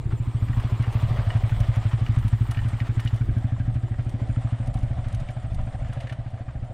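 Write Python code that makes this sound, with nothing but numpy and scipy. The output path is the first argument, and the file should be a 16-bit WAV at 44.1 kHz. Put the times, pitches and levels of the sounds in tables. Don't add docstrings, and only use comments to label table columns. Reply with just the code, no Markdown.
import sys
import numpy as np
from scipy import signal
from scipy.fft import rfft, irfft, next_fast_len
from scipy.io import wavfile
from scipy.ndimage import uniform_filter1d, map_coordinates

SR = 44100
rng = np.random.default_rng(int(sys.argv[2]) if len(sys.argv) > 2 else 0)


def volts_from_decibels(level):
    exponent = np.asarray(level, float) / 20
    return 10 ** exponent


def generate_wav(signal):
    frames = np.transpose(np.atleast_2d(signal))
    scaled = np.clip(frames, -1, 1) * 32767
    pcm = np.round(scaled).astype(np.int16)
    wavfile.write(sys.argv[1], SR, pcm)


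N = 296793
TIME_S = np.arange(N) / SR


def unit(x):
    return x / np.sqrt(np.mean(x ** 2) + 1e-20)


def curves(rows):
    knot_s, *columns = np.transpose(rows)
    return [np.interp(TIME_S, knot_s, column) for column in columns]


def wobble(rate_hz):
    knots = rng.standard_normal(int(N * rate_hz / SR) + 4)
    return map_coordinates(knots, [np.arange(N) * rate_hz / SR])


def filtered(x, response):
    size = next_fast_len(len(x) + 8192)
    spectrum = rfft(x, size) * response(np.fft.rfftfreq(size, 1 / SR))
    return irfft(spectrum, size)[:len(x)]


def colour(points):
    freq_hz, level_db = np.transpose(points)
    return lambda f: volts_from_decibels(np.interp(np.log(f + 1), np.log(freq_hz + 1), level_db, -120, -120))


def resonances(modes):
    return lambda f: sum(volts_from_decibels(db) * 1j * f * w / (c * c - f * f + 1j * f * w) for c, w, db in modes)


def twice(modes):
    return lambda f: resonances(modes)(f) ** 2


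def noise(response, patchy_db):
    z = signal.stft(rng.standard_normal(N + 512), nperseg=512)[2]
    field = rng.standard_normal(z.shape)
    field = uniform_filter1d(uniform_filter1d(field, 5, 0), 5, 1)
    patchy = signal.istft(z * volts_from_decibels(patchy_db * unit(field)), nperseg=512)[1][:N]
    return unit(filtered(patchy, response))


# start_s, firings_per_s
SPEED = [(0, 13.899), (1.1, 12.761), (1.3, 12.024), (1.76, 11.928), (2.14, 12.95), (2.36, 12.317),
         (4.24, 13.114), (4.48, 12.988), (5.77, 13.213), (5.87, 13.615), (6.73, 13.746)]
FIRST_FIRING_S = -0.0195


def firings():
    t = FIRST_FIRING_S + np.arange(N + SR // 4) / SR
    done = np.cumsum(np.interp(t, *np.transpose(SPEED))) / SR
    smooth_s = np.interp(np.arange(int(done[-1])), done, t)
    return smooth_s + 0.00015 * rng.standard_normal(len(smooth_s))


# start_s, thump_db, upper_pipe_db, bark_db
EXHAUST_LEVELS = [(0, -27, -44, -50), (0.55, -22.5, -35, -57), (1.0, -22.5, -38.5, -56.5),
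                  (1.9, -21, -39, -55.5), (2.25, -21.5, -36, -51.5), (2.6, -24, -39.5, -54.5),
                  (2.95, -23.5, -37, -50), (3.3, -23.5, -35, -52), (4.05, -26.5, -39, -53.5),
                  (4.22, -25.5, -33.5, -46), (4.4, -24.5, -37.5, -58), (5.2, -30, -42.5, -60),
                  (6.0, -32, -45, -60), (6.73, -36, -47.5, -61)]
# start_s, pitch_factor
NOTE_PITCH = [(0, 1.025), (0.9, 1.007), (1.5, 0.979), (6.73, 1.053)]
# center_hz, width_hz, relative_db
EXHAUST_MODES = [(113.1, 17.3, 0)]
INTAKE_MODES = [(49.8, 8.9, -10.6)]
UPPER_PIPE_MODES = [(222.6, 40, -9), (258.8, 14.4, -2)]
# center_hz, width_hz, relative_db
PING_MODES = [(1580, 25, 0)]
PING_DB, PING_S, PING_HALF_S = -61, 3.45, .3


def muffler(f):
    build = np.exp(-2j * np.pi * f * .0028) / (1 - 1j * f / 83.6)
    chamber = 1 / (1 - (f / 141.6) ** 2 + 1j * f / 141.6 / 1.99)
    return build * chamber / (1 + (f / 325) ** 9)


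def exhaust_note(times_s):
    at = np.clip(np.round(times_s * SR).astype(int), 0, N - 1)
    lead = SR // 10
    pitch = curves(NOTE_PITCH)[0][at] + 0.016 * rng.standard_normal(len(at))

    def fired(level_db, scatter_db, response):
        out, k = np.zeros(N + SR), np.arange(-lead // 2, 2 * lead)
        shape = filtered(signal.unit_impulse(SR, lead), response)
        shape = shape / np.linalg.norm(shape) * np.sqrt(SR / 13)
        sizes = volts_from_decibels(level_db[at] + scatter_db * rng.standard_normal(len(at)))
        for s, size, factor in zip(times_s, sizes, pitch):
            out[round(s * SR) + lead + k] += size * np.interp(lead + k * factor, np.arange(SR), shape)
        return out[lead:lead + N]

    def pipe(f):
        return muffler(f) * (resonances(EXHAUST_MODES)(f) - resonances(INTAKE_MODES)(f))

    def upper_pipe(f):
        return muffler(f) * resonances(UPPER_PIPE_MODES)(f)

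    thump_db, upper_db, _ = curves(EXHAUST_LEVELS)
    ping_db = PING_DB - 6 * ((TIME_S - PING_S) / PING_HALF_S) ** 2
    note = fired(thump_db, 1.1, pipe) + fired(upper_db, 1.5, upper_pipe)
    return note + fired(ping_db, 3, resonances(PING_MODES))


# center_hz, width_hz, relative_db
BARK_MODES = [(330, 133, 0)]


def bark(turn):
    level_db = curves(EXHAUST_LEVELS)[2]
    breath = volts_from_decibels(1.6 * np.cos(turn - 1.1) + 2.5 * wobble(7))
    return volts_from_decibels(level_db) * unit(breath * noise(twice(BARK_MODES), patchy_db=-0.5))


# start_s, drone_db, rasp_db
RUNNING = [(0, -62, -53), (0.5, -56, -46), (0.8, -54.5, -43.5), (1.16, -43.5, -42.5), (1.6, -46, -44.5),
           (2.15, -53, -46), (2.36, -58, -48.5), (2.7, -50, -48), (3.0, -52, -49), (3.45, -49.5, -53),
           (3.85, -52, -55.5), (4.4, -46, -51), (4.7, -46, -54), (5.1, -47.5, -51.5), (5.5, -48.5, -54.5),
           (6.0, -45, -52), (6.25, -51, -56.5), (6.73, -46, -57.5)]
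# start_s, share
BEHIND = [(0, 0.03), (1.9, 0.45), (2.6, 0.7), (3.3, 0.98), (5, 0.78), (6.73, 0.94)]
# center_hz, width_hz, relative_db
PUFF_MODES = [(1575, 460, 1.5), (2253, 370, -3)]
PUFF_FRONT_DB, PUFF_BEHIND_DB = -14, -6.5


def puff(turn):
    rasp_db = curves(RUNNING)[1]
    behind, = curves(BEHIND)
    since = (turn / (2 * np.pi) - .04) % 1
    envelope = (1 - np.exp(-since / 0.034)) * volts_from_decibels(-60 * since / 1.3 + 1.6 * wobble(13))
    level_db = rasp_db + PUFF_FRONT_DB + (PUFF_BEHIND_DB - PUFF_FRONT_DB) * behind
    return volts_from_decibels(level_db) * unit(envelope * noise(twice(PUFF_MODES), patchy_db=1.2))


# center_hz, width_hz, relative_db
DRONE_MODES = [(579.6, 120, 1.3), (669, 114, 2), (743.7, 34, -0.64)]


def drone(turn, rattle):
    drone_db = curves(RUNNING)[0]
    breath = volts_from_decibels(1.9 * np.cos(turn - .6) + 1.2 * rattle + 0.37 * wobble(12))
    return volts_from_decibels(drone_db) * unit(breath * noise(twice(DRONE_MODES), patchy_db=1.0))


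# freq_hz, relative_db_per_hz
RASP_FRONT = [(250, -1.5), (420, -1), (567, -3.5), (928, -0.5), (1020, -2), (1360, -9.5), (2290, -9),
              (3350, -13.5), (5480, -23), (8370, -31), (11000, -36.5), (14300, -72.5), (22000, -120)]
RASP_BEHIND = [(480, -35.5), (820, -0.5), (1320, -2), (1470, -5.5), (1830, -3.5), (2650, -11),
               (3480, -12.5), (3790, -15), (6390, -21), (8380, -22), (11000, -29.5), (14300, -66.5),
               (22000, -120)]
# center_hz, width_hz, relative_db
CASE_FRONT = [(1220, 160, 0), (1990, 250, -7), (3350, 280, -6)]
CASE_BEHIND = [(1250, 200, -9), (1960, 260, -7), (3030, 350, -2), (3550, 220, -6)]


def rasp(turn, rattle):
    def cased(points, modes):
        return lambda f: colour(points)(f) * (1 + resonances(modes)(f))

    rasp_db = curves(RUNNING)[1]
    behind, = curves(BEHIND)
    angle = np.pi / 2 * behind
    front = noise(cased(RASP_FRONT, CASE_FRONT), patchy_db=1.95)
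    back = noise(cased(RASP_BEHIND, CASE_BEHIND), patchy_db=1.5)
    breath = volts_from_decibels(0.84 * np.cos(turn + 0.18) + 1.2 * rattle + 0.97 * wobble(200))
    return volts_from_decibels(rasp_db) * unit(breath * (np.cos(angle) * front + np.sin(angle) * back))


def engine():
    times_s = firings()
    turn = 2 * np.pi * np.interp(TIME_S, times_s, np.arange(len(times_s)))
    rattle = wobble(45)
    return exhaust_note(times_s) + bark(turn) + puff(turn) + drone(turn, rattle) + rasp(turn, rattle)


# peak_s, level_db, half_width_s
GUSTS = [(0.09, -30, .04), (0.53, -30.5, .12), (1.12, -29, .1), (1.3, -30.5, .12), (1.62, -27.5, .07),
         (2.17, -32, .15), (2.61, -27, .06), (3.31, -23.5, .05), (3.45, -30, .06), (3.66, -29, .08),
         (4.68, -29, 0.037), (4.85, -28.5, .12), (5.15, -30, .1), (5.57, -27.5, 0.093), (5.8, -31.5, .12),
         (6.58, -35, .06)]
# freq_hz, relative_db_per_hz
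BUFFET = [(3, -19), (12, -2), (30, -1.5), (50, -1.5), (90, -2.5), (160, -13), (300, -32), (500, -61)]
BREEZE_DB = -38.5


def wind():
    power = volts_from_decibels(BREEZE_DB) ** 2
    for peak_s, level_db, half_width_s in GUSTS:
        power = power + volts_from_decibels(level_db) ** 2 * np.exp(-((TIME_S - peak_s) / half_width_s) ** 2)
    buffeting = volts_from_decibels(2.05 * wobble(12)) * noise(colour(BUFFET), patchy_db=0.95)
    return np.sqrt(power) * unit(buffeting)


# start_s, chorus_db, hiss_db (hiss before its flutter)
SCRUB = [(0, -63, -70), (0.5, -62, -67), (0.8, -62.5, -64), (2.3, -62, -67), (3.0, -64.5, -70),
         (3.8, -69, -79), (4.07, -68.5, -73), (4.35, -63.5, -86), (5.0, -67.5, -87), (5.8, -65, -90),
         (6.25, -74, -102), (6.73, -70, -101)]
# center_hz, width_hz, relative_db
CHORUS = [(7205, 220, -2.5), (8230, 540, 0), (8770, 100, -7)]
# freq_hz, relative_db_per_hz
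HISS = [(6180, -29), (10500, -7.5), (11400, -2.5), (12000, -10), (12900, 4.5), (14000, 5), (15000, 0),
        (15900, -3)]


def scrub():
    chorus_db, hiss_db = curves(SCRUB)
    chorus = np.zeros(N)
    for center_hz, width_hz, relative_db in CHORUS:
        band = noise(twice([(center_hz, width_hz, 0)]), patchy_db=1.5)
        chorus += volts_from_decibels(relative_db + 2.7 * wobble(40)) * band
    hiss = volts_from_decibels(hiss_db + 2.5 * wobble(14) + 1.5 * wobble(4)) * noise(colour(HISS), patchy_db=2.5)
    return volts_from_decibels(chorus_db) * unit(chorus) + hiss


# start_s, level_db, pitch_hz
CLINKS = [(0.1084, -42, 1250), (0.1209, -36.5, 1220), (0.4849, -40, 1510), (0.5306, -34, 1080),
          (0.6, -35, 1260), (0.84, -29, 1140), (0.9897, -36, 1210), (1.2306, -36, 1080), (1.303, -29, 1960),
          (1.335, -33, 800), (1.494, -39, 1940), (1.517, -35, 1004), (1.7586, -37, 1350),
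          (1.931, -27.5, 966), (2.063, -32.5, 1890), (2.3271, -32, 887), (2.5172, -28.5, 1050),
          (2.545, -38, 1850), (2.5705, -30.5, 1760), (2.589, -31, 1800), (2.615, -35, 920),
          (2.801, -29, 1850), (2.995, -29.5, 1695), (3.0582, -36, 1850), (3.0738, -30.5, 2960),
          (4.775, -36, 1020), (5.043, -41, 1490), (5.2865, -41.5, 2310), (5.5882, -39, 940),
          (5.926, -39, 1300), (6.0026, -38.5, 2230), (6.07, -37, 1760), (6.095, -35, 2030),
          (6.1228, -32, 1330)]
# pitch_hz, relative_db, t60_s
RING = [(720, -11.5, 0.14), (1107, -18.5, 0.022), (1378, -8, 0.023), (1844, -2, 0.07), (2346, -5, 0.044),
        (2900, 1.5, 0.044), (3480, -6.5, 0.025), (4400, -8.5, .03)]
FAINT_CLINK_DB, FAINT_CLINK_HZ = 7, 1050
CLEAN_DB, GRIT_PER_DB = -20, 0.03


def clinks():
    out, t = np.zeros(N + SR), np.arange(SR // 8) / SR
    draw = rng.random((45, 3))
    rasp_db = curves(RUNNING)[1][(draw[:, 0] * N).astype(int)]
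    faint_db = rasp_db + FAINT_CLINK_DB + 6 * (draw[:, 1] - .5)
    faint_hz = FAINT_CLINK_HZ * 1.6 ** (draw[:, 2] - .4)
    faint = np.c_[draw[:, 0] * N / SR, faint_db, faint_hz]
    for start_s, level_db, blow_hz in np.vstack([CLINKS, faint]):
        def near_db(hz):
            return -9 * abs(np.log2(hz / blow_hz + 1e-3))

        ring = np.zeros(len(t))
        for mode_hz, mode_db, t60_s in RING:
            decay = volts_from_decibels(mode_db + near_db(mode_hz) + rng.normal(0, 2.8) - 60 * t / t60_s)
            ring += decay * np.sin(2 * np.pi * mode_hz * rng.normal(1, 0.017) * t)
        burst = unit(filtered(rng.standard_normal(len(t)), lambda f: volts_from_decibels(1.55 * near_db(f))))
        crunch = 1.3 * volts_from_decibels(-60 * t / 0.066) * burst
        grit = np.clip(GRIT_PER_DB * (CLEAN_DB - level_db), 0, 1)
        blow = (1 - np.exp(-t / 0.0006)) * ((1 - grit) * ring + grit * crunch)
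        out[round(start_s * SR):][:len(t)] += volts_from_decibels(level_db) * blow
    return out[:N]


# start_s, level_db
STONES = [(0.5985, -42), (0.822, -43), (0.9243, -43.5), (1.3732, -46.5), (1.601, -35), (1.7574, -43.5),
          (2.185, -42.5), (2.279, -39), (2.51, -33), (2.6836, -41.5), (2.9985, -37.5), (3.048, -41.5),
          (3.141, -42), (3.159, -45), (3.3807, -47), (4.0924, -44.5), (4.671, -42.5), (4.7402, -42),
          (4.7877, -47.5), (4.8284, -44), (5.0823, -45.5), (5.125, -44), (5.1457, -38.5), (5.1986, -44.5),
          (5.3048, -46), (5.544, -41.5), (5.931, -44), (6.0062, -46), (6.124, -42.5)]
# freq_hz, relative_db_per_hz
TICK = [(1470, -25.5), (2500, 0), (4190, -4), (5120, -6.5), (6070, -3), (7650, -7.5), (9000, 0),
        (10500, -6), (12500, -7), (15800, -12)]
FAINT_STONE_DB, STONE_TAIL_DB = -62.5, 4


def stones():
    ticks, t = np.zeros(N + SR), np.arange(SR // 16) / SR
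    draw = rng.random((140, 2))
    faint_db = FAINT_STONE_DB - STONE_TAIL_DB * np.log(1 - .97 * draw[:, 1])
    faint = np.c_[draw[:, 0] * N / SR, faint_db]
    for start_s, level_db in np.vstack([STONES, faint]):
        envelope = volts_from_decibels(level_db - 60 * t / 0.039) * (1 - np.exp(-t / 0.0022))
        ticks[round(start_s * SR):][:len(t)] += envelope * rng.standard_normal(len(t))
    bright = volts_from_decibels(7.5) * filtered(ticks[:N], colour(TICK))
    dull = filtered(bright, lambda f: 1 / (1 + (f / 12300) ** 8))
    later = np.clip(TIME_S - 3.2, 0, 1)
    return (1 - later) * bright + later * dull


# center_s, half_width_s, gain_db, top_hz
SIDE_BURSTS = [(.12, .18, -15, 9000), (.8, .2, -38, 600), (4.0, .05, -21, 1200), (4.22, .1, -19, 1200),
               (4.65, .15, -36, 700)]


def side_bursts(near):
    def scatter(f):
        gain_db = 8 - 20 / (1 + (f / 170) ** 4) - 14 / (1 + (600 / (f + 1)) ** 3)
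        return volts_from_decibels(gain_db) * np.exp(2j * np.pi * rng.random(len(f)))

    scrambled = filtered(near, scatter)
    side = np.zeros(N)
    for center_s, half_width_s, gain_db, top_hz in SIDE_BURSTS:
        swell = volts_from_decibels(gain_db - 6 * ((TIME_S - center_s) / half_width_s) ** 4)
        side += swell * signal.lfilter(*signal.butter(3, top_hz, fs=SR), scrambled)
    return side


RIGHT_TOP_HZ, RIGHT_TOP_DB = 11900, -16


def right_port(x):
    return filtered(x, lambda f: volts_from_decibels(RIGHT_TOP_DB / (1 + (RIGHT_TOP_HZ / (f + 1)) ** 30)))


def scene():
    near = engine() + wind() + scrub() + clinks() + stones()
    side = side_bursts(near)
    return np.array([near + side, right_port(near - side)])


def roll_off(x):
    return signal.sosfilt(signal.butter(12, 16100, fs=SR, output="sos"), x)


def record(dry):
    bass = np.abs(filtered(dry.mean(0), lambda f: f < 300))
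    fast = np.abs(uniform_filter1d(bass, size=SR // 50))
    slow = np.abs(uniform_filter1d(bass, size=SR // 4))
    duck = (1 + (fast / slow) ** 2.8) ** -.25
    treble = np.array([filtered(port, lambda f: 1 / (1 + (5500 / (f + 1)) ** 6)) for port in dry])
    mix = dry + (0.79 * duck - 1) * treble
    return roll_off(mix)


dry = scene()
out = record(dry)
generate_wav(out)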